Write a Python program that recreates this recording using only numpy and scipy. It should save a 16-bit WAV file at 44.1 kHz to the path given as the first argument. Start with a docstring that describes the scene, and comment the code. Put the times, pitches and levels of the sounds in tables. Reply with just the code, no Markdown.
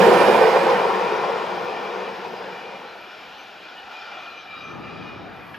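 """A knocking, rolling roar fades as the last coach of an electric train runs away round a curve.
The bend hides its last bogie (the wheel frame), leaving the far train: shaped noise with rings in the track.
Flanges (wheel rims) bear on the outer rail in fits: narrow noise grinds and rings, wavering tones squeal.
Late on, a lumpy noise gust rushes over the microphones and a small double click sounds close by.
Under it all lie a low outdoor rumble and a thin hiss that rises at the end."""
import sys
import numpy as np
from scipy import signal
from scipy.fft import rfft, irfft, next_fast_len
from scipy.io import wavfile
from scipy.ndimage import uniform_filter1d, minimum_filter1d, map_coordinates

SR = 44100
rng = np.random.default_rng(int(sys.argv[2]) if len(sys.argv) > 2 else 0)


def transcribe(signal):
    """Save signal, clipped to [-1, 1], as a 16-bit WAV file at the path in sys.argv[1]."""
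    frames = np.atleast_2d(signal).T
    limited = np.clip(frames, -1, 1)
    pcm = np.round(limited * 32767).astype(np.int16)
    wavfile.write(sys.argv[1], SR, pcm)


N = 246078

# worn treads (the rolling faces of the wheels) knock on the rail: (time [s], strength [dB])
KNOCKS = [(.032, 1), (.075, 1), (.125, 7), (.16, 0), (.214, 6.5), (.297, 6), (.351, 4), (.419, 5.5),
          (.447, 2.5), (0.477, 4.5), (.528, 3), (0.569, 5.5), (.67, 3), (0.704, 6.5), (.735, 1.5),
          (.80, 1.5), (.849, 2), (0.908, 4), (.96, 2), (1.016, 3.5), (1.13, 1.5), (1.249, 3.5),
          (1.294, 4.5), (1.377, 1.5), (1.427, 1), (1.518, 2), (1.835, 0.5), (2.11, 0), (2.255, 4)]
# rolling roar of the last bogie: (level abreast [dB], loss per tenfold distance [dB])
ROAR_FADE = (-12.5, 39.06)


def amp(db):
    """Turn decibels into gain."""
    return 10 ** (np.asarray(db) / 20)


def unit(x):
    """Scale to an average (rms) level of 1."""
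    return x / np.sqrt(np.mean(x ** 2) + 1e-20)


def along(points, hz):
    """Read a curve of (frequency [Hz], value) points on a log frequency axis."""
    f, v = np.transpose(points)
    return np.interp(np.log(hz + 1), np.log(f + 1), v)


def curves(rows):
    """Give one value per sample for each column after the time."""
    s, *cols = np.transpose(rows)
    t = np.arange(N) / SR
    return [np.interp(t, s, c) for c in cols]


def wobble(rate):
    """Draw a smooth random curve with this many random knots a second."""
    coarse = np.arange(0, N + 16, 16)
    knots = rng.standard_normal(int(N * rate / SR) + 4)
    bends = map_coordinates(knots, [coarse * rate / SR])
    return np.interp(np.arange(N), coarse, bends)


def filtered(x, response):
    """Multiply the spectrum of x by a response that depends on frequency."""
    m = next_fast_len(N + 8192)
    hz = np.fft.rfftfreq(m, 1 / SR)
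    return irfft(rfft(x, m) * response(hz), m)[..., :N]


def rush(spectrum, alike, patchy_db):
    """Make stereo noise of rms 1 with patches of random gain; alike is the left-right likeness."""
    z = signal.stft(rng.standard_normal((2, N)), nperseg=1024)[2]
    field = uniform_filter1d(rng.standard_normal(z.shape[1:]), size=3, axis=0)
    field = uniform_filter1d(field, size=10, axis=1)
    pair = signal.istft(z * amp(patchy_db * unit(field)), nperseg=1024)[1][:, :N]

    def response(hz):
        turn = np.arccos(np.clip(along(alike, hz), -1, 1)) / 2
        return amp(along(spectrum, hz)) * [np.cos(turn), np.sin(turn)]

    mid, side = filtered(pair, response)
    return unit(np.array([mid + side, mid - side]))


def ringing(hz, width_hz, spread):
    """Rub a resonance at random: stereo narrow noise round a fixed or moving pitch."""
    coarse = np.arange(0, N + 16, 16)
    damping = signal.butter(2, width_hz / 2, fs=SR / coarse[1], output="sos")
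    swing = signal.sosfilt(damping, rng.standard_normal((2, 2, len(coarse))))
    phase = 2 * np.pi * np.cumsum(hz * np.ones(N)) / SR
    cos, sin, n = np.cos(phase), np.sin(phase), np.arange(N)
    mid, side = [np.interp(n, coarse, a) * cos + np.interp(n, coarse, b) * sin for a, b in swing]
    return unit(np.array([mid + spread * side, mid - spread * side]))


def placed(x, lean_db):
    """Pan the treble with the train; bass bends round the listening point and stays a little left."""
    # where the train is heard: (time [s], left-right level difference before the lean [dB])
    bearing = [(0, -6.5), (.4, -6.5), (1.1, -1), (1.8, -0.6), (3, -0.6), (5.58, -1)]
    pan = lambda db: amp(np.array([db, -db]) / 2)
    # (frequency [Hz], share that bends round)
    bass = filtered(x, lambda hz: np.clip(along([(230, 1), (1200, 0.033)], hz), 0, 1))
    return bass * pan(np.full(N, 2.7)) + (x - bass) * pan(curves(bearing)[0] + lean_db)


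def distance():
    """Follow the last bogie from abreast, straight along the track, in multiples of the track's distance."""
    speed_m_per_s, track_m = 21.05, 13.97
    return np.hypot(1, speed_m_per_s * np.arange(N) / SR / track_m)


def receding(fade):
    """Give the gain of a sound that weakens as the last bogie gets farther away."""
    abreast_db, loss_db = fade
    return amp(abreast_db - loss_db * np.log10(distance()))


def behind_bend():
    """Tell how far the bend hides the last bogie, from 0 to 1."""
    hide_s, hide_takes_s = 2.71, 0.41
    return np.clip((np.arange(N) / SR - hide_s) / hide_takes_s, 0, 1)


def widened(x):
    """Widen the stereo image close by, where the train fills a wide angle; narrow it as the train leaves."""
    close_width = 1  # extra side gain abreast
    side = (x - x[::-1]) / 2
    return x + close_width / distance() ** 2 * side


def track_changes():
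    """Raise or lower the thrum and the roar, in dB, for a moment as the track changes under the wheels."""
    # (time at the middle [s], thrum change [dB], roar change [dB])
    track_spots = [(0.03, 8, 1.5), (0.33, 6, 1), (0.55, -1, 1.4), (0.71, 4, 2), (1.55, 1, 0.3),
                   (2.04, 0, 1.5), (2.65, -2, -0.7)]
    spot_s = 0.1
    t = np.arange(N) / SR
    return sum(np.outer(changes, np.exp(-((t - s) / spot_s) ** 2)) for s, *changes in track_spots)


def judder(depth_db, rattle_db):
    """Oval treads throb twice a wheel turn, bogies rattle at random, and knocks bunch the roar into bursts."""
    throb_hz, knock_s = 14, 0.012  # the throb rate wanders round this
    t = np.arange(N) / SR
    phase = 2 * np.pi * np.cumsum(throb_hz * (1 + 0.12 * wobble(5.36))) / SR
    knock = amp(sum(db * np.exp(-((t - s) / knock_s) ** 2) for s, db in KNOCKS))
    # divide by the local average, so that knocks gather the sound instead of adding to it
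    burst = knock / np.sqrt(uniform_filter1d(knock ** 2, size=SR // 4))
    return burst * amp(depth_db * np.sin(phase) + rattle_db * wobble(90))


def rolling(flange_hiss):
    """Rough wheels shake sleepers and rails; with distance the track's own resonances drop away."""
    # noise colours of the low thrum, roar, hiss and high fizz: (frequency [Hz], relative level [dB per Hz])
    thrum_spectrum, fizz_spectrum = [(25, -44), (45, -52), (100, -18.5), (150, -11), (192, 1.5), (240, -7),
                                     (300, -10), (450, -45), (900, -90)], [(1000, -70), (4000, -5), (7000, 3), (8300, 0.5),
                                                    (9600, 3.5), (11000, -1.5), (13500, -4), (15000, 2)]
    roar_near, roar_far = [(60, -90), (180, -46), (300, -26.5), (355, -2.5), (400, -5), (445, 0.5),
                           (500, 1), (620, -8), (800, -5), (880, -5), (960, -4), (1150, -16.5), (1600, -38),
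                           (2100, -46), (6000, -62)], [(30, -60), (150, -19.5), (310, -7), (470, -9), (600, -3.5),
                                              (770, 2), (950, -3), (1150, -4), (1600, -5.5), (2100, -11),
                                              (6000, -54.5)]
    hiss_near, hiss_far = [(200, -70), (900, -57), (1500, -4), (1900, 0), (2500, 1.5), (2780, -4),
                           (3400, -6), (4300, -11.5), (5100, -9), (6000, -17.5), (7500, -26.5),
                           (12000, -45)], [(200, -70), (900, -16), (1600, 0), (2200, -7.5), (2600, 1.5),
                                              (3100, 2), (3800, -4), (4400, -6.5), (5100, -9.5),
                                              (6000, -17.5), (7000, -22.5), (8200, -34), (10000, -39)]
    # stereo likeness of the roar: (frequency [Hz], left-right likeness [-1 to 1])
    roar_alike = [(60, 1), (300, 0.99), (550, 0.93), (900, 0.86), (1400, 0.72), (3000, 0.69)]
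    # roar from the rest of the train: (time [s], level before the common gain [dB])
    distant_roar = [(3.2, -45.5), (3.5, -47.5), (4.11, -43.5), (4.5, -46.5), (5.39, -43.5), (5.58, -45)]
    distant_gain_db = 2.5
    # (level abreast [dB], loss per tenfold distance [dB])
    thrum_fade, hiss_fade, fizz_fade = (-34, 25.2), (-31, 26.1), (-39, 61)
    hide_thrum_db, hide_roar_db, hide_hiss_db = 12, 10.5, 3  # losses behind the bend
    diffuse_share = 0.2  # share of far-sounding noise even close by
    hiss_share = 0.55  # share of the roar's track changes and judder that reaches the hiss

    hidden = behind_bend()
    thrum_change_db, roar_change_db = track_changes()
    near_gain = receding(ROAR_FADE) * amp(roar_change_db - hide_roar_db * hidden)
    distant_gain = amp(curves(distant_roar)[0] + distant_gain_db)
    roar_gain = np.hypot(near_gain, distant_gain)
    wheel_hiss = receding(hiss_fade) * amp(hiss_share * roar_change_db - hide_hiss_db * hidden)
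    hiss_gain = np.hypot(wheel_hiss, flange_hiss)

    far = np.clip(diffuse_share + 0.8 * (distant_gain / roar_gain) ** 2, 0, 1)
    blend = lambda near, distant: np.sqrt(1 - far) * near + np.sqrt(far) * distant
    shake = judder(depth_db=0.5, rattle_db=-0.16)

    thrum_gain = receding(thrum_fade) * amp(thrum_change_db - hide_thrum_db * hidden)
    thrum = thrum_gain * rush(thrum_spectrum, [(60, 1.0), (200, 0.96)], patchy_db=1)
    close_roar = shake * rush(roar_near, roar_alike, patchy_db=1.5)
    roar = roar_gain * blend(close_roar, rush(roar_far, roar_alike, patchy_db=2))

    near_alike = [(1400, 0.91), (2400, 0.94), (4200, 0.62), (7000, 1.0)]
    close_hiss = amp(1.0) * shake ** hiss_share * rush(hiss_near, near_alike, patchy_db=2.0)
    far_hiss = amp(3.5) * rush(hiss_far, [(1000, 1.0), (4000, 0.88)], patchy_db=1.5)
    hiss = hiss_gain * blend(close_hiss, far_hiss)
    fizz = receding(fizz_fade) * rush(fizz_spectrum, [(7000, 0.78), (14000, 0.36)], patchy_db=3.5)

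    # the rail bounces on its pads
    bounce_gain = amp(-5.5) * roar_gain * (1 - far) ** 2 / distance()
    bounce = bounce_gain * ringing(444, width_hz=15.0, spread=.1)
    # the rail flexes between sleepers: (time [s], level relative to the roar [dB])
    span_db, = curves([(0, -39), (.9, -5), (1.4, -7.5), (1.9, -7.5), (2.7, -17), (3, -28)])
    flex = 0.75 * ringing(1055, width_hz=310, spread=0.71)
    flex += 0.49 * ringing(958, width_hz=29, spread=0.3)
    flex += 0.36 * ringing(1055, width_hz=32, spread=0.3)
    span = amp(span_db) * roar_gain * flex
    # the sleepers bend
    sleepers = amp(span_db - 6.5) * near_gain * ringing(760, width_hz=220, spread=0.28)

    main = thrum + roar + shake * (bounce + sleepers) + widened(hiss) + fizz
    return placed(main, lean_db=1.85) + placed(shake * span, lean_db=10.5)


def thumps():
    """Each tread knock rings the track for a moment, a little differently every time."""
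    # ringing of rail and sleepers: (centre frequency [Hz], middle level [dB], time to fall 60 dB [s])
    track_modes = [(364, -1.5, 0.082), (453, 4.5, 0.07), (509, 3, 0.03), (686, -6, 0.025),
                   (794, -7.5, 0.037), (955, -2, 0.044), (1050, -12, 0.036), (1500, 0, 0.02)]
    thump_db, attack_s, low_cut_hz = -7, 0.00303, 270
    t, out = np.arange(SR // 8) / SR, np.zeros(N + SR)
    hz, mode_db, t60 = np.transpose(track_modes)[:, :, None]
    for s, db in KNOCKS:
        detune, scatter, turn = rng.standard_normal((3, len(hz), 1))
        tone = np.sin(2 * np.pi * (hz * (1 + 0.016 * detune) * t + turn))
        ring = amp(mode_db + 2.7 * scatter - 60 * t / t60) * tone
        start = max(round((s - 2 * attack_s) * SR), 0)
        out[start:start + len(t)] += amp(db + thump_db) * (1 - np.exp(-t / attack_s)) * ring.sum(axis=0)
    # a slim rail radiates little bass
    radiated = filtered(out[:N], lambda hz: 1 - 1 / (1 + (hz / low_cut_hz) ** 4))
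    return placed(receding(ROAR_FADE) * radiated, lean_db=-1.0)


def rail_whine():
    """The rail sings thinly while the wheels are still near."""
    # rail resonances: (frequency [Hz], width [Hz], relative level [dB])
    rail_modes = [(2406, 64, -1), (2930, 60, -9)]
    rail_fade = (-34.5, 57)  # (level abreast [dB], loss per tenfold distance [dB])
    whine = sum(amp(db) * ringing(hz, width, spread=0.25) for hz, width, db in rail_modes)
    return placed(receding(rail_fade) * whine, lean_db=4.0)


def bogie_ring():
    """The last bogie rings thinly, as narrow noise, until the bend hides it."""
    bogie_hz, bogie_fade = 1812, (-34, 37)  # fade: (level abreast [dB], loss per tenfold distance [dB])
    ring = ringing(bogie_hz, width_hz=32, spread=0.25)
    return placed(receding(bogie_fade) * (1 - behind_bend()) * ring, lean_db=2.0)


def bites():
    """Give gains of grinding, ringing and hiss: each flange contact builds up, holds and lets go."""
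    # flange contacts: (start [s], length [s], grinding [dB], ringing [dB], hiss [dB])
    contacts = [(0.84, 0.55, -37.5, -70, -45), (1.507, 0.52, -45, -50.5, -55),
                (2.47, 0.16, -62, -51.5, -67), (3.08, 0.42, -53.5, -58, -53),
                (3.59, 0.32, -49.5, -54.5, -53), (3.883, 0.29, -43.5, -52.5, -50),
                (4.163, 0.23, -47, -52, -55.5), (4.485, 0.24, -41, -51, -58.5),
                (4.81, 0.3, -44.5, -51.5, -58), (5.31, 0.11, -66, -57, -75)]
    attack_s, release_s = 0.037, 0.21
    t, power = np.arange(N) / SR, np.zeros((3, N))
    for s, length, *levels in contacts:
        attack = np.clip((t - s) / attack_s, 0, 1)
        release = np.exp(-np.clip((t - s - length) / release_s, 0, 20))
        power += np.outer(amp(levels), attack * release) ** 2
    return np.sqrt(power)


def wheels(flange_grind, flange_ring):
    """Sideways creep in the curve rings each wheel mode in fits, while the flange grinds in pulses."""
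    # wheel resonances: (centre frequency [Hz], width [Hz], level before air loss [dB])
    wheel_modes = [(1785, 26, -6), (2353, 20.6, -3), (2397, 26, -1.5), (2396, 170, -2.5), (2444, 25, -2.5),
                   (2556, 160, -4.5), (2820, 18, -9), (2850, 17, -12.5), (2920, 23, -8.5),
                   (3120, 27, -14.5), (3392, 29, -11), (3445, 30, -13.5), (3750, 24, -14), (3900, 54, -16),
                   (3960, 24, -16), (4060, 20, -18), (4460, 22, -21), (4620, 22, -16.5), (4700, 20, -18.5),
                   (4878, 30, -17), (5310, 18, -18.5), (5390, 18, -19), (5830, 20, -36), (6040, 18, -26),
                   (6100, 14, -24.5), (6865, 18, -36), (6940, 18, -32)]
    # the grinding's pitch sinks deep in the curve and recovers as the flange lets go: (time [s], pitch [Hz])
    grind_pitch = [(3.0, 1400), (3.7, 1425), (4.0, 1385), (4.45, 1320), (4.65, 1270), (5.02, 1275),
                   (5.15, 1210), (5.3, 1380)]
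    # narrow tones inside the grinding: (multiple of its pitch, relative level [dB])
    grind_tones = [(1.03, -6.5), (0.972, -6)]
    # steady part: (level abreast [dB], loss per tenfold distance [dB])
    ring_fade, grind_fade = (-40.5, 24.4), (-35.5, 23.3)
    air_loss_db, air_loss_at_hz = 0.8, 6000  # loss at this frequency per multiple of the track distance
    flutter_hz, flutter_db = 28.1, 1.7  # random pulses: knots per second and depth

    # air takes the top off the ringing, reckoned from the average distance
    beyond = distance() - distance().mean()
    modes = np.zeros((2, N))
    for hz, width, db in wheel_modes:
        air = amp(-air_loss_db * (hz / air_loss_at_hz) ** 2 * beyond)
        fit = unit(amp(2.6 * wobble(13)))
        pitch = hz * (1 + 0.000994 * wobble(9))
        modes += amp(db) * air * fit * ringing(pitch, width, spread=0.15)

    grind_hz, = curves(grind_pitch)
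    tones = sum(amp(db) * ringing(ratio * grind_hz, width_hz=38, spread=0.2) for ratio, db in grind_tones)
    band = 0.64 * ringing(grind_hz, width_hz=250, spread=0.25)
    grind = (tones + band) * unit(amp(flutter_db * wobble(flutter_hz)))
    ring_gain = np.hypot(receding(ring_fade), flange_ring)
    grind_gain = np.hypot(receding(grind_fade), flange_grind)
    return placed(ring_gain * modes + grind_gain * grind, lean_db=2.0)


def background():
    """A low outdoor rumble, and a thin hiss that flickers, slowly sinks and rises at the end."""
    # noise colours of the hiss and of the valley's rumble: (frequency [Hz], relative level [dB per Hz])
    air_spectrum, valley_spectrum = [(5000, -14), (9000, -6), (11000, 2.5), (13500, 4), (14300, 4),
                                     (14900, -25)], [(20, -20), (50, -3), (100, -2), (200, -6.5), (600, -35),
                                                  (2000, -70)]
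    air_db, sink_db_per_s = -65, 2
    rise_s, rise_takes_s, rise_db = 5.31, 0.15, 8.5
    t = np.arange(N) / SR
    level_db = air_db - sink_db_per_s * t + rise_db * np.clip((t - rise_s) / rise_takes_s, 0, 1)
    hiss = amp(level_db + 1.0 * wobble(14)) * rush(air_spectrum, [(10000, .3)], patchy_db=4.5)
    rumble = amp(-69.0) * rush(valley_spectrum, [(60, 0.97)], patchy_db=-2.5)
    return placed(hiss + rumble, lean_db=4.5)


def squeals():
    """Now and then stick-slip locks on one mode, which swells into a rough, wavering tone and lets go."""
    # squeals of single wheels: (middle [s], length [s], centre pitch [Hz], level before gain and scatter [dB])
    squeal_rows = [(2.40, .12, 4888, -51), (2.56, .14, 2347, -44), (2.67, .10, 3402, -55),
                   (2.90, .11, 4091, -50), (3.11, .14, 2890, -48), (3.15, .22, 5315, -57),
                   (3.28, .08, 6780, -67), (3.37, .12, 4080, -56), (3.412, .085, 6065, -57),
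                   (3.65, .10, 2452, -49), (3.70, .09, 5318, -60), (3.795, .10, 2922, -43),
                   (3.99, .19, 2385, -43), (4.02, .11, 5404, -54.5), (4.03, .09, 3466, -50),
                   (4.05, .10, 4521, -53), (4.07, .09, 4866, -54.5), (4.10, .09, 2928, -45),
                   (4.12, .09, 5297, -58), (4.16, .10, 2845, -44.5), (4.17, .08, 3402, -49.5),
                   (4.18, .10, 2392, -43), (4.22, .10, 6180, -65), (4.31, .22, 2436, -42),
                   (4.40, .10, 6062, -56), (4.40, .09, 3143, -51), (4.43, .10, 5318, -57.5),
                   (4.53, .13, 2366, -36), (4.60, .12, 4888, -56), (4.62, .10, 2462, -44),
                   (4.65, .18, 2392, -39.5), (4.64, .09, 6180, -64), (4.68, .19, 6055, -59),
                   (4.72, .08, 2445, -44), (4.855, .09, 2380, -40), (4.96, .09, 2415, -45),
                   (4.97, .17, 4900, -58), (5.02, .09, 2490, -47), (5.08, .14, 2885, -51),
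                   (5.12, .12, 2452, -42), (5.16, .16, 5404, -64), (5.43, .08, 2450, -45)]
    squeal_gain_db = -1
    t, out = np.arange(N) / SR, np.zeros((2, N))
    waver = .0027 * wobble(130)
    chatter = amp(1.8 * wobble(90))
    for s, length, hz, db in squeal_rows:
        on = np.abs(t - s) < length / 2
        swell = np.cos(np.pi * (t[on] - s) / length) * chatter[on]
        tone = np.sin(2 * np.pi * np.cumsum(hz * (1 + waver[on])) / SR)
        scatter_db = rng.normal(0, 1, (2, 1))  # each ear gets its own level
        out[:, on] += amp(db + squeal_gain_db + scatter_db) * swell * tone
    return placed(out, lean_db=2.5)


def flange_whine():
    """A thin, unsteady overtone of the flange grinding sinks to a steady note."""
    # (time [s], pitch [Hz], level [dB])
    whine_path = [(4.2, 4130, -75), (4.3, 4075, -55), (4.45, 3870, -63), (4.57, 3830, -53),
                  (4.75, 3770, -63), (5.05, 3760, -59.5), (5.28, 3746, -63), (5.4, 3746, -80)]
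    hz, db = curves(whine_path)
    started = np.arange(N) / SR > whine_path[0][0]
    return placed(amp(db) * started * ringing(hz, width_hz=17, spread=0.2), lean_db=7)


def wind():
    """A soft, lumpy gust over the two microphone ports rises to its peak, holds, then drops."""
    # noise colour of the gust: (frequency [Hz], relative level [dB per Hz])
    wind_spectrum = [(20, -24), (60, -13), (100, -1), (190, 2), (300, 0), (450, -2), (700, -12),
                     (1500, -36), (5000, -63), (10000, -72)]
    peak_s, hold_s, gust_db = 4.755, 0.38, -39.5
    rise_db_per_s, drop_db_per_s = 58, 20.5
    t = np.arange(N) / SR - peak_s
    level_db = gust_db + rise_db_per_s * np.minimum(t, 0) - drop_db_per_s * np.maximum(t - hold_s, 0)
    lumps_db = 1.0 * wobble(14)
    gust = rush(wind_spectrum, [(60, 0.93), (400, 0.072)], patchy_db=0.0)
    return placed(amp(level_db + lumps_db) * gust, lean_db=5)


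def chink(s, hz, db, t60):
    """A small, scratchy double click close by: something light catches and slips."""
    t = np.arange(N) / SR - s

    def strike(age, life):
        age = np.maximum(age, 0)
        return amp(-60 * age / life) * (1 - np.exp(-age / 0.0008))

    double = strike(t, t60) + 0.7 * strike(t - 0.006, t60)
    tone = np.sin(2 * np.pi * hz * t + 0.35 * wobble(420)) * double
    # (frequency [Hz], relative level [dB per Hz])
    colour = [(500, -8), (900, 5), (1800, 0), (3100, 2), (4000, -11), (5500, -13), (8000, -34)]
    scratch = strike(t + 0.002, 0.13) * rush(colour, [(2000, 0.7)], patchy_db=4.0)
    return amp(db) * (tone + 0.36 * scratch)


def scene():
    """Add up the train, the click, the wind and the outdoor background."""
    grind, ring, hiss = bites()
    track = rolling(hiss) + thumps() + rail_whine()
    train = track + bogie_ring() + wheels(grind, ring) + squeals() + flange_whine()
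    return train + background() + wind() + chink(5.5435, hz=1665, db=-30, t60=0.037)


def record(dry):
    """Shift the phase between the two ports, hold down the highest peaks, then cut off the extreme treble."""
    # the left microphone port leads the right: (frequency [Hz], lead [radians])
    port_lead = [(30, 0.05), (190, 0.36), (350, 0.57), (900, 0.27), (1600, 0.46), (2700, 0.27), (4300, 0)]
    top_hz = 15200
    heard = filtered(dry, lambda hz: np.exp(0.5j * np.outer([1, -1], along(port_lead, hz))))
    needed = np.minimum(1, .95 / (np.abs(heard).max(axis=0) + 1e-9))
    gain = uniform_filter1d(minimum_filter1d(needed, size=600), size=600)
    return filtered(heard * gain, lambda hz: hz < top_hz)


dry = scene()
out = record(dry)
transcribe(out)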